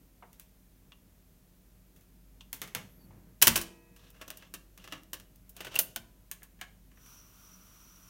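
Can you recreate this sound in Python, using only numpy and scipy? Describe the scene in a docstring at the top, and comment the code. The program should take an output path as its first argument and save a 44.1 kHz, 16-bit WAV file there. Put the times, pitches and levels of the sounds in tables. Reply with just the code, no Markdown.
"""A cassette deck in a wooden cabinet: the eject key throws the door open, a cassette is slid in, the door snaps shut.
Before that the cassette is turned in the hand; afterwards keys click and the tape starts to hiss and whine.
Every contact is a crack plus a short ring, mostly duller, of the struck part; the cabinet adds deep thumps.
Plastic slides are coloured noise, squeaks are gliding tones. The place is a small room with a diffuse tail,
a low boom, still air and a wavering hum; the recorder clips at full scale and cuts the top.
"""
import sys
import numpy as np
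from scipy import signal
from scipy.fft import rfft, irfft
from scipy.io import wavfile
from scipy.ndimage import uniform_filter1d

SR = 44100
rng = np.random.default_rng(int(sys.argv[2]) if len(sys.argv) > 2 else 0)


def wav_out(sig):
    """Save sig, one row per channel (or a flat mono array), as 16-bit PCM at SR to the path in sys.argv[1]."""
    wavfile.write(sys.argv[1], SR, np.round(np.clip(np.atleast_2d(sig).T, -1, 1) * 32767).astype(np.int16))


N = 356769
TIME = np.arange(N) / SR
HIT_SIZE = 8192  # samples given to one crack or ring

# All contact tables: [t/s, level/dB, hardness as treble slope/(dB per octave), ring over crack at 4 kHz/dB]
# The ring column is before each part's own ring tilt, which pivots at 4 kHz.
# Key and latch let go, the door hits its stop and bounces [t/s, level/dB, hardness/(dB/octave), ring/dB]
EJECT_BLOWS = [(3.4163, 2.5, -0.4, 5.5), (3.4233, 9.5, 3, -0.5), (3.4275, 9.5, -0.5, -5),
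               (3.47, -5.5, 6.5, -6), (3.472, 14, -1.7, -0.5), (3.4793, 7, 2, -6), (3.5572, 6.5, -0.3, 24),
               (3.5768, -2, -0.5, -4), (3.6132, -10, 1.3, 5)]
# The cassette knocks along the door's guides [t/s, level/dB, hardness/(dB/octave), ring/dB]
LOADING_TAPS = [(3.962, -29.5, 0.5, 20), (4.1029, -40.5, 5.5, -6), (4.2128, -11, -4, 11),
                (4.2793, -27, 3, -5), (4.3032, -12.5, 0.7, -6.5), (4.3715, -30, 5, 0),
                (4.4227, -18.5, -6.5, 3), (4.5388, -12, 1, 2), (4.7762, -23, -0.1, -4.5),
                (4.8412, -18, -3, 4), (4.8758, -16, -4, -5), (4.9228, -5, -5, 6.5), (5.0338, -39, 4, -14),
                (5.132, -9, 1.2, -0.5), (5.1989, -25.5, 0.5, -4.5), (5.3585, -51, 8.5, -7)]
# The door is pushed down, latches and is released [t/s, level/dB, hardness/(dB/octave), ring/dB]
CLOSING_BLOWS = [(5.4932, -40.5, 8.5, 8), (5.5651, -20.5, 1.1, 5.5), (5.605, -6, -4, 13),
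                 (5.6465, -8.5, -3.5, 25), (5.668, -6, -7, 18), (5.742, -10, -4, 21), (5.7556, -7, 1.2, -1),
                 (5.7607, -4.5, -1.5, 1), (5.7893, 1, 4.4, 5), (5.9605, -3.5, 0, 0.5)]
# The latch spring sizzles as it catches [t/s, level/dB, hardness/(dB/octave), ring/dB]
LATCH_RATTLES = [(5.791, -24, 10, 9)]
# Keys are touched and pressed [t/s, level/dB, hardness/(dB/octave), ring/dB]
KEY_CLICKS = [(6.3137, -14.5, 3, 3.5), (6.42, -20, -16, -1), (6.4315, -29.5, 4.4, 3), (6.59, -28, -9, 15),
              (6.6128, -6, -4, 4), (6.915, -32, -4, 19)]
# Ticks of the transport as it takes up the tape [t/s, level/dB, hardness/(dB/octave), ring/dB]
TAKE_UP_TICKS = [(6.973, -26.5, -15, 13), (7.06, -31, 1, 14)]
# The cassette handled in the air [t/s, level/dB, hardness/(dB/octave), ring/dB]
SHELL_TICKS = [(0.33, -29.5, 1, 4), (0.3973, -25, 2.6, 1), (1.962, -31.5, 0, 12), (2.01, -35, 0, 4),
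               (2.5296, -9.5, 2, 2.5), (2.6168, -3, -1.4, 3.5), (2.6756, -15.5, -3, 9),
               (2.7491, 2, -2, -0.5)]
# The loose hubs drop against the shell [t/s, level/dB, hardness/(dB/octave), ring/dB]
REEL_RATTLES = [(0.9205, -20.5, -9, -1), (2.4078, -23.5, -2, 9)]
# Dull soft bumps: a knock on wood, then a muffled bump, probably of cloth
# [t/s, level/dB, hardness/(dB/octave), ring/dB]
DULL_BUMPS = [(0.2242, -20.5, -10.4, 10), (3.107, -33, -9, 13.5)]

# Resonances of the eject mechanism [f/Hz, width/Hz, level/dB]
MECHANISM_MODES = [(330, 17, -3.5), (650, 75, -8.5), (1090, 120, -1.5), (1390, 61, -4.5), (1600, 180, -6.5),
                   (2626, 310, -1.5), (2920, 350, 0.5), (5770, 700, -6.5), (9060, 330, -3),
                   (13850, 870, -1)]
# Resonances of the cassette holder [f/Hz, width/Hz, level/dB]
HOLDER_MODES = [(153, 25, 15.5), (332, 62, 14.5), (523, 33, 11), (629, 26, 10), (1150, 430, 3),
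                (1640, 140, 1), (2780, 370, 7.5), (3400, 350, -7.5), (5700, 1340, -1.5), (13700, 2100, -12)]
# Resonances of the door [f/Hz, width/Hz, level/dB]
DOOR_MODES = [(126, 21, 14.5), (347, 67, 9), (514, 85, 12), (648, 57, 11), (1474, 50, 7), (2920, 580, 2.5),
              (6330, 510, -5.5), (9300, 510, -8), (13500, 430, 0), (14600, 770, -8)]
# Resonances of the latch spring [f/Hz, width/Hz, level/dB]
LATCH_MODES = [(9400, 500, 11), (11300, 700, 13), (13100, 500, 9), (14700, 700, 2)]
# Resonances of a key [f/Hz, width/Hz, level/dB]
KEY_MODES = [(170, 140, -1), (326, 72, -2), (740, 130, 1), (1095, 69, 3), (1670, 150, 8.5),
             (2350, 390, 0.5), (2920, 600, 0.5), (6470, 760, 0.5), (8400, 250, 2.5), (14100, 170, 8)]
# Resonances of the cassette shell [f/Hz, width/Hz, level/dB]
SHELL_MODES = [(172, 110, 3.5), (1080, 110, -22), (1920, 220, -15), (2670, 360, -9.5), (3370, 510, -4.5),
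               (6160, 930, -0.5), (11600, 590, -7), (14000, 550, -14)]
# Resonances of a hub [f/Hz, width/Hz, level/dB]
REEL_MODES = [(1040, 250, 17.5), (2830, 180, 20.5), (3290, 240, 19.5), (5830, 820, 3)]
# Resonances heard in the dull bumps [f/Hz, width/Hz, level/dB]
BUMP_MODES = [(645, 110, 6.5), (930, 220, 16.5), (1462, 240, -3.5), (2501, 910, 7)]
# Corners of the broad colour of a struck part [f/Hz]
COLOUR_HZ = [500, 2000, 6000, 13000]

# Deep thumps of the cabinet, strong as the door is thrown open, very faint as it shuts [t/s, level/dB]
THUMPS = [(3.472, -1.5), (3.558, -10), (5.607, -56), (5.792, -43), (5.961, -22.5)]
# Modes of the cabinet (low) and the door springs (long), for a 0 dB thump [f/Hz, level/dB, t60/s]
CHASSIS_MODES = [(36.65, -39.5, 0.57), (62, -41.5, .35), (84.5, -33.5, .3), (110.5, -35, 0.61),
                 (160.4, -30, 0.24), (182.4, -37.5, 0.68), (227, -28, .38), (337, -41.5, .75),
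                 (474.2, -60, 2.6), (660, -72, 4.3), (898, -63.5, 1.7), (994, -49.5, 1.3),
                 (1275, -55, 0.98), (1665, -70.5, 2.5), (1910, -66, 2.2), (2133, -76, 3), (2380, -60, 1.3),
                 (2560, -64.5, 2.7)]
# Plastic sliding on plastic [t/s, length/s, level/dB, rubbing resonance f/Hz]
SLIDES = [(3.96, 0.17, -66.5, 3600), (4.126, 0.11, -66, 1590), (4.244, 0.27, -64.5, 3020),
          (4.278, .009, -46, 5950), (4.769, 0.17, -61, 2890), (4.915, 0.08, -58, 1800),
          (5.543, 0.18, -57, 2500), (5.695, 0.13, -52.5, 2870)]
# Faint squeaks as the arm reaches over [t/s, length/s, start f/Hz, middle f/Hz, end f/Hz, level/dB]
SQUEAKS = [(2.85, .17, 11600, 13150, 12400, -70), (2.89, .11, 11000, 11500, 11300, -71),
           (2.97, .13, 12000, 11900, 11700, -71), (2.98, .11, 11100, 10800, 10500, -77),
           (2.98, .09, 4750, 4520, 4400, -74)]
# The latch creaks just before it catches [t/s, length/s, start f/Hz, middle f/Hz, end f/Hz, level/dB]
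CREAKS = [(5.759, 0.0063, 2770, 2760, 2820, -25.5)]
# Spectral shape of the tape hiss [f/Hz, relative level/dB]
HISS_COLOUR = [(200, -18), (800, -6.5), (1120, 4), (1420, 4.5), (1750, -7.5), (2800, -2), (4400, -7.5),
               (6500, -4.5), (8000, -7.5), (10500, -5), (13000, -1), (15500, -1.5)]
# Low resonances of the room and furniture [f/Hz, width/Hz, level/dB]
BOOM_MODES = [(106, 37, 0), (160, 18, 4), (183, 8.3, 12), (265, 35, 0)]
# Spectral shape of the room air [f/Hz, relative level/dB]
AIR_COLOUR = [(30, -6.5), (70, 2), (130, -4.5), (185, -4.5), (300, -11), (450, -14), (900, -22.5),
              (2000, -23.5), (4700, -26.5), (6300, -25), (8000, -26), (10500, -24.5), (13000, -21),
              (16000, -23.5)]
# Tones of the hum, about which each wavers [f/Hz, level/dB]
HUM_TONES = [(35.5, -73), (48.5, -63), (97, -78), (184, -75), (258, -81), (624.5, -84.5)]
# The room's tail, before each source's own share of room [f/Hz, relative level/dB, t60/s]
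ROOM_BANDS = [(100, 1, 0.31), (300, -3, 0.58), (1000, -7, 0.3), (3000, -11.5, 0.35), (7000, -13.5, .36),
              (15000, -17, 0.24)]

# The loose cassette lands twice; the second touch is weaker and duller (dB per octave)
REBOUND_S, REBOUND_DB, REBOUND_SOFTER_DB = .008, -5.5, 2.5
# The tape starts, and its tension swings a few times before it settles
TAPE_START_S, SWING_PERIOD_S, SETTLE_S = 6.93, 0.34, 0.27
# The room's boom at rest, and its swell as the arm reaches for the eject key
REST_DB, REACH_DB, REACH_S, REACH_WIDTH_S = -68, -55, 3.13, .16


def eject():
    """Key, latch and door stop: hard blows ring the mechanism."""
    return contacts(EJECT_BLOWS, MECHANISM_MODES, rise_s=.0003, crack_t60=.011, ring_t60=0.083,
                    ring_tilt_db=-1.5, low_cut_hz=130, bass_db=-3, treble_db=-0.05)


def loading():
    """The cassette taps the guides and rebounds, ringing the holder."""
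    return contacts(rebounding(LOADING_TAPS), HOLDER_MODES, rise_s=0.00067, crack_t60=0.014, ring_t60=0.069,
                    ring_tilt_db=-1.5, low_cut_hz=93, bass_db=-7, treble_db=-2.5)


def closing():
    """Pushing and latching blows ring the door."""
    return contacts(CLOSING_BLOWS, DOOR_MODES, rise_s=0.00055, crack_t60=0.015, ring_t60=0.076,
                    ring_tilt_db=-5.0, low_cut_hz=126, bass_db=-7.5, treble_db=-2.0)


def latch():
    """The light latch spring swells into a bright, thin sizzle."""
    return contacts(LATCH_RATTLES, LATCH_MODES, rise_s=.003, crack_t60=0.022, ring_t60=0.14,
                    ring_tilt_db=1, low_cut_hz=3000, bass_db=-7, treble_db=-10.5)


def keys():
    """Key touches and transport ticks ring small parts."""
    return contacts(KEY_CLICKS + TAKE_UP_TICKS, KEY_MODES, rise_s=.0001, crack_t60=0.008, ring_t60=0.088,
                    ring_tilt_db=-4.5, low_cut_hz=280, bass_db=-7.5, treble_db=-3.5)


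def shell():
    """Ticks of the hand-held cassette ring its shell."""
    return contacts(SHELL_TICKS, SHELL_MODES, rise_s=.0001, crack_t60=0.0082, ring_t60=0.132,
                    ring_tilt_db=-4.5, low_cut_hz=110, bass_db=-6.5, treble_db=-6.5)


def reels():
    """Loose hubs drop against the shell; so small a part gives little bass."""
    return contacts(REEL_RATTLES, REEL_MODES, rise_s=0.00025, crack_t60=0.006, ring_t60=0.065,
                    ring_tilt_db=-1.0, low_cut_hz=560, bass_db=-12, treble_db=3.0)


def dull_bumps():
    """Soft contacts, a knock on wood and a muffled bump, excite little treble."""
    return contacts(DULL_BUMPS, BUMP_MODES, rise_s=.0002, crack_t60=0.0085, ring_t60=0.1,
                    ring_tilt_db=-3.0, low_cut_hz=140, bass_db=4.5, treble_db=-11)


def contacts(rows, modes, rise_s, crack_t60, ring_t60, ring_tilt_db, low_cut_hz, bass_db, treble_db,
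             halving_db=12):
    """Each contact is a brief crack and a ring in the part's colour; the harder, the brighter."""
    out, f = np.zeros(N), bins(HIT_SIZE)
    part = body(f, modes) / np.sqrt(1 + (low_cut_hz / f) ** 4)  # small parts radiate little bass
    part = part * colour(f, list(zip(COLOUR_HZ, (bass_db, 0, treble_db, 0))))
    octaves = np.log2(np.clip(f, COLOUR_HZ[1], COLOUR_HZ[-1]) / COLOUR_HZ[1])
    for s, db, hardness_db, ring_db in rows:
        ring = undb(ring_db + ring_tilt_db * np.log2(np.maximum(f, 500) / 4000))
        crack_gain = part * undb(hardness_db * octaves) / np.sqrt(1 + ring ** 2)
        brevity = 2 ** (min(ring_db, 0) / halving_db)  # a glancing touch that hardly rings is over sooner
        crack = burst(crack_t60 * brevity, rise_s * brevity) * causal(crack_gain)
        ringing = burst(ring_t60, rise_s) * causal(crack_gain * ring)
        add(out, s, undb(db) * irfft(crack + ringing))
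    return out


def rebounding(rows):
    """Every tap is followed by its weaker, duller rebound."""
    rebounds = [(s + REBOUND_S, db + REBOUND_DB, hardness - REBOUND_SOFTER_DB, ring)
                for s, db, hardness, ring in rows]
    return list(rows) + rebounds


def burst(t60, rise_s):
    """Spectrum of a swelling, dying burst of vibration, evenly spread in frequency."""
    t = np.arange(HIT_SIZE) / SR
    envelope = fade(t, t60) * (1 - np.exp(-t / rise_s))
    spectrum = rfft(rng.standard_normal(HIT_SIZE) * envelope)
    smooth_power = uniform_filter1d(np.abs(spectrum) ** 2, size=160)
    return spectrum * causal(smooth_power ** -.5)


def body(f, modes):
    """A part's resonances stand out of its dense background of modes; mean power 1."""
    peaks = sum(undb(db) * resonance(f, hz, width) for hz, width, db in modes)
    return unit(np.abs(1 + peaks))


def chassis(swell_s):
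    """Deep thumps: the cabinet booms and the door springs sing on as decaying sines."""
    out, t = np.zeros(N), np.arange(2 * SR) / SR
    ring = sum(undb(db) * fade(t, t60) * np.sin(2 * np.pi * hz * t) for hz, db, t60 in CHASSIS_MODES)
    ring *= 1 - np.exp(-t / swell_s)  # the heavy cabinet takes a moment to get going
    for s, db in THUMPS:
        add(out, s, undb(db) * ring)
    return out


def sliding(grain_db, rub_width_hz, dull_hz):
    """Dense uneven slips ring the holder; the rubbing resonance depends on where the parts touch."""
    out, pressure = np.zeros(N), walk(60)
    for s, length, db, hz in SLIDES:
        i, count = int(s * SR), int(length * SR)
        f = bins(count)
        slips = rng.standard_normal(count) * undb(grain_db * rng.standard_normal(count))
        grip = undb(2 * pressure[i:i + count])  # the parts catch and let go
        rubbing = resonance(f, hz, rub_width_hz) + resonance(f, 1200, dull_hz)
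        rub = unit(irfft(rfft(slips) * body(f, HOLDER_MODES) * rubbing, count))
        add(out, s, undb(db) * rub * grip * signal.windows.tukey(count, .5))
    return out


def squeak(rows, waver, flicker_db):
    """Stick-slip tones, each on its own arch of pitch, unsteady in pitch and strength."""
    out, drift, flicker = np.zeros(N), walk(400), walk(70)
    for s, length, start_hz, middle_hz, end_hz, db in rows:
        i, count = int(s * SR), int(length * SR)
        curve = np.polyfit([0, .5, 1], [start_hz, middle_hz, end_hz], 2)
        pitch_hz = np.polyval(curve, np.linspace(0, 1, count)) * (1 + waver * drift[i:i + count])
        tone = np.sin(2 * np.pi * np.cumsum(pitch_hz) / SR)
        strength = undb(db + flicker_db * flicker[i:i + count])
        add(out, s, tone * strength * signal.windows.tukey(count, .5))
    return out


def tape(hiss_db, whine_db, whine_hz, whine_width_hz, flutter_db):
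    """The running tape hisses, with a narrow fluttering whine on top; levels are those once settled."""
    f = bins(N)
    hiss = noise(colour(f, HISS_COLOUR)) * undb(hiss_db) * spin_up(rise_s=0.19, overshoot_db=4.0)
    whine = noise(resonance(f, whine_hz, whine_width_hz) ** 2) * undb(whine_db + flutter_db * walk(25))
    return hiss + whine * spin_up(rise_s=0.25, overshoot_db=6.5)


def spin_up(rise_s, overshoot_db):
    """Gain of the starting tape: it comes up to speed, overshoots and swings to rest."""
    since = np.maximum(TIME - TAPE_START_S - rise_s, 0)
    swing = np.exp(-since / SETTLE_S) * np.cos(2 * np.pi * since / SWING_PERIOD_S)
    return np.clip((TIME - TAPE_START_S) / rise_s, 0, 1) * undb(overshoot_db * swing)


def room(x, wet_db, build_s):
    """A diffuse tail builds up after the direct sound, each band fading at its own rate."""
    t, f = np.arange(SR) / SR, bins(SR)
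    hz, db, t60 = np.transpose(ROOM_BANDS)
    spectrum, tail = rfft(rng.standard_normal(SR)), 0
    for k, share in enumerate(np.eye(len(ROOM_BANDS))):  # overlapping bands that sum to 1
        envelope = fade(t, t60[k]) * (1 - np.exp(-(t / build_s) ** 2))
        band = irfft(spectrum * np.interp(np.log(f), np.log(hz), share), SR)
        tail = tail + undb(db[k] + wet_db) * band * envelope / np.linalg.norm(envelope)
    return x + signal.fftconvolve(x, tail)[:N]


def boom(flicker_db):
    """Room and furniture rumble faintly, more as the arm reaches over and after many of the blows."""
    f = bins(N)
    reach = undb(REACH_DB) * np.exp(-((TIME - REACH_S) / REACH_WIDTH_S) ** 2)
    after_blows = boom_after(SHELL_TICKS, db=-45.5) + boom_after(EJECT_BLOWS, db=-61)
    after_blows += boom_after(LOADING_TAPS, db=-49) + boom_after(CLOSING_BLOWS, db=-52.5)
    slope = [(40, -16), (100, -1.0), (180, -2.5), (300, -7), (700, -17.0), (2000, -26), (8000, -54.5)]  # f/Hz, dB
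    rumble = noise(body(f, BOOM_MODES) * colour(f, slope))
    level = np.sqrt(undb(REST_DB) ** 2 + reach ** 2 + after_blows ** 2)
    return rumble * level * undb(flicker_db * walk(8))


def boom_after(rows, db, rise_s=.02, t60=.45):
    """Envelope of the low boom after the blows of shell, eject, loading or closing, in step with their level."""
    power, t = np.zeros(N), np.arange(SR) / SR
    for s, strength_db, _, _ in rows:
        add(power, s, (undb(db + strength_db) * fade(t, t60) * (1 - np.exp(-t / rise_s))) ** 2)
    return np.sqrt(power)


def background(air_db, hum_waver_db):
    """Still room air as shaped noise, and a hum of slowly wavering tones."""
    f = bins(N)
    air = noise(colour(f, AIR_COLOUR) / np.sqrt(1 + (60 / f) ** 4)) * undb(air_db)
    hum = np.zeros(N)
    for hz, db in HUM_TONES:
        tone = unit(np.sin(2 * np.pi * (hz * TIME + rng.random())))
        hum += undb(db + hum_waver_db * walk(2)) * tone
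    return air + hum


def undb(db):
    """Decibels to gain."""
    return 10 ** (np.asarray(db) / 20)


def unit(x):
    """Scale to rms 1."""
    return x / np.sqrt(np.mean(x ** 2))


def fade(t, t60):
    """Exponential decay, 60 dB down after t60."""
    return np.exp(-np.log(1000) * t / t60)


def add(out, s, x):
    """Mix x into out from time s on."""
    i = int(s * SR)
    out[i:i + len(x)] += x[:N - i]


def bins(size):
    """Frequencies of a real spectrum in Hz, no lower than 1."""
    return np.maximum(np.arange(size // 2 + 1) * SR / size, 1)


def colour(f, points):
    """Gain of (f/Hz, level/dB) points on a log-frequency axis."""
    hz, db = np.transpose(points)
    return undb(np.interp(np.log(f), np.log(hz), db))


def resonance(f, hz, width):
    """Complex response of one damped resonance, 1 at its centre."""
    return 1 / (1 + 1j * (f ** 2 - hz ** 2) / (f * width))


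def causal(gain):
    """Minimum-phase response with this magnitude: nothing sounds before the blow."""
    cepstrum = irfft(np.log(gain + 1e-9))
    half = len(cepstrum) // 2
    cepstrum[1:half] *= 2
    cepstrum[half + 1:] = 0
    return np.exp(rfft(cepstrum))


def noise(gain):
    """Steady noise of rms 1 with the given spectrum."""
    return unit(irfft(rfft(rng.standard_normal(N)) * gain, N))


def walk(rate_hz):
    """Random wavering of rms 1, slower than about rate_hz."""
    return noise(1 / (1 + (bins(N) / rate_hz) ** 4))


def scene():
    """The deck's mechanism, the hand-held cassette and the room around them."""
    mechanism = room(eject() + loading() + keys(), wet_db=0, build_s=.007)
    door = closing() + latch() + squeak(CREAKS, waver=.01, flicker_db=2.5)
    deck = mechanism + room(door, wet_db=-3.0, build_s=0.0072) + chassis(swell_s=.008)
    handling = shell() + sliding(grain_db=5.5, rub_width_hz=890, dull_hz=3000)
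    handling += squeak(SQUEAKS, waver=.011, flicker_db=2)
    near = room(handling, wet_db=2.5, build_s=0.0069) + room(dull_bumps() + reels(), wet_db=-1.5, build_s=.008)
    running = tape(hiss_db=-60.5, whine_db=-65.5, whine_hz=5810, whine_width_hz=460, flutter_db=1.6)
    place = boom(flicker_db=1.5) + background(air_db=-65.5, hum_waver_db=2.1)
    return (deck + near + running + place)[None]


def record(dry):
    """The recorder clips at full scale, then a steep low-pass cuts the top."""
    low_pass = signal.ellip(10, .2, 80, 15900, fs=SR, output="sos")  # ripple/dB, stop band/dB, corner/Hz
    return signal.sosfilt(low_pass, np.clip(dry, -1, 1))


dry = scene()
out = record(dry)
wav_out(out)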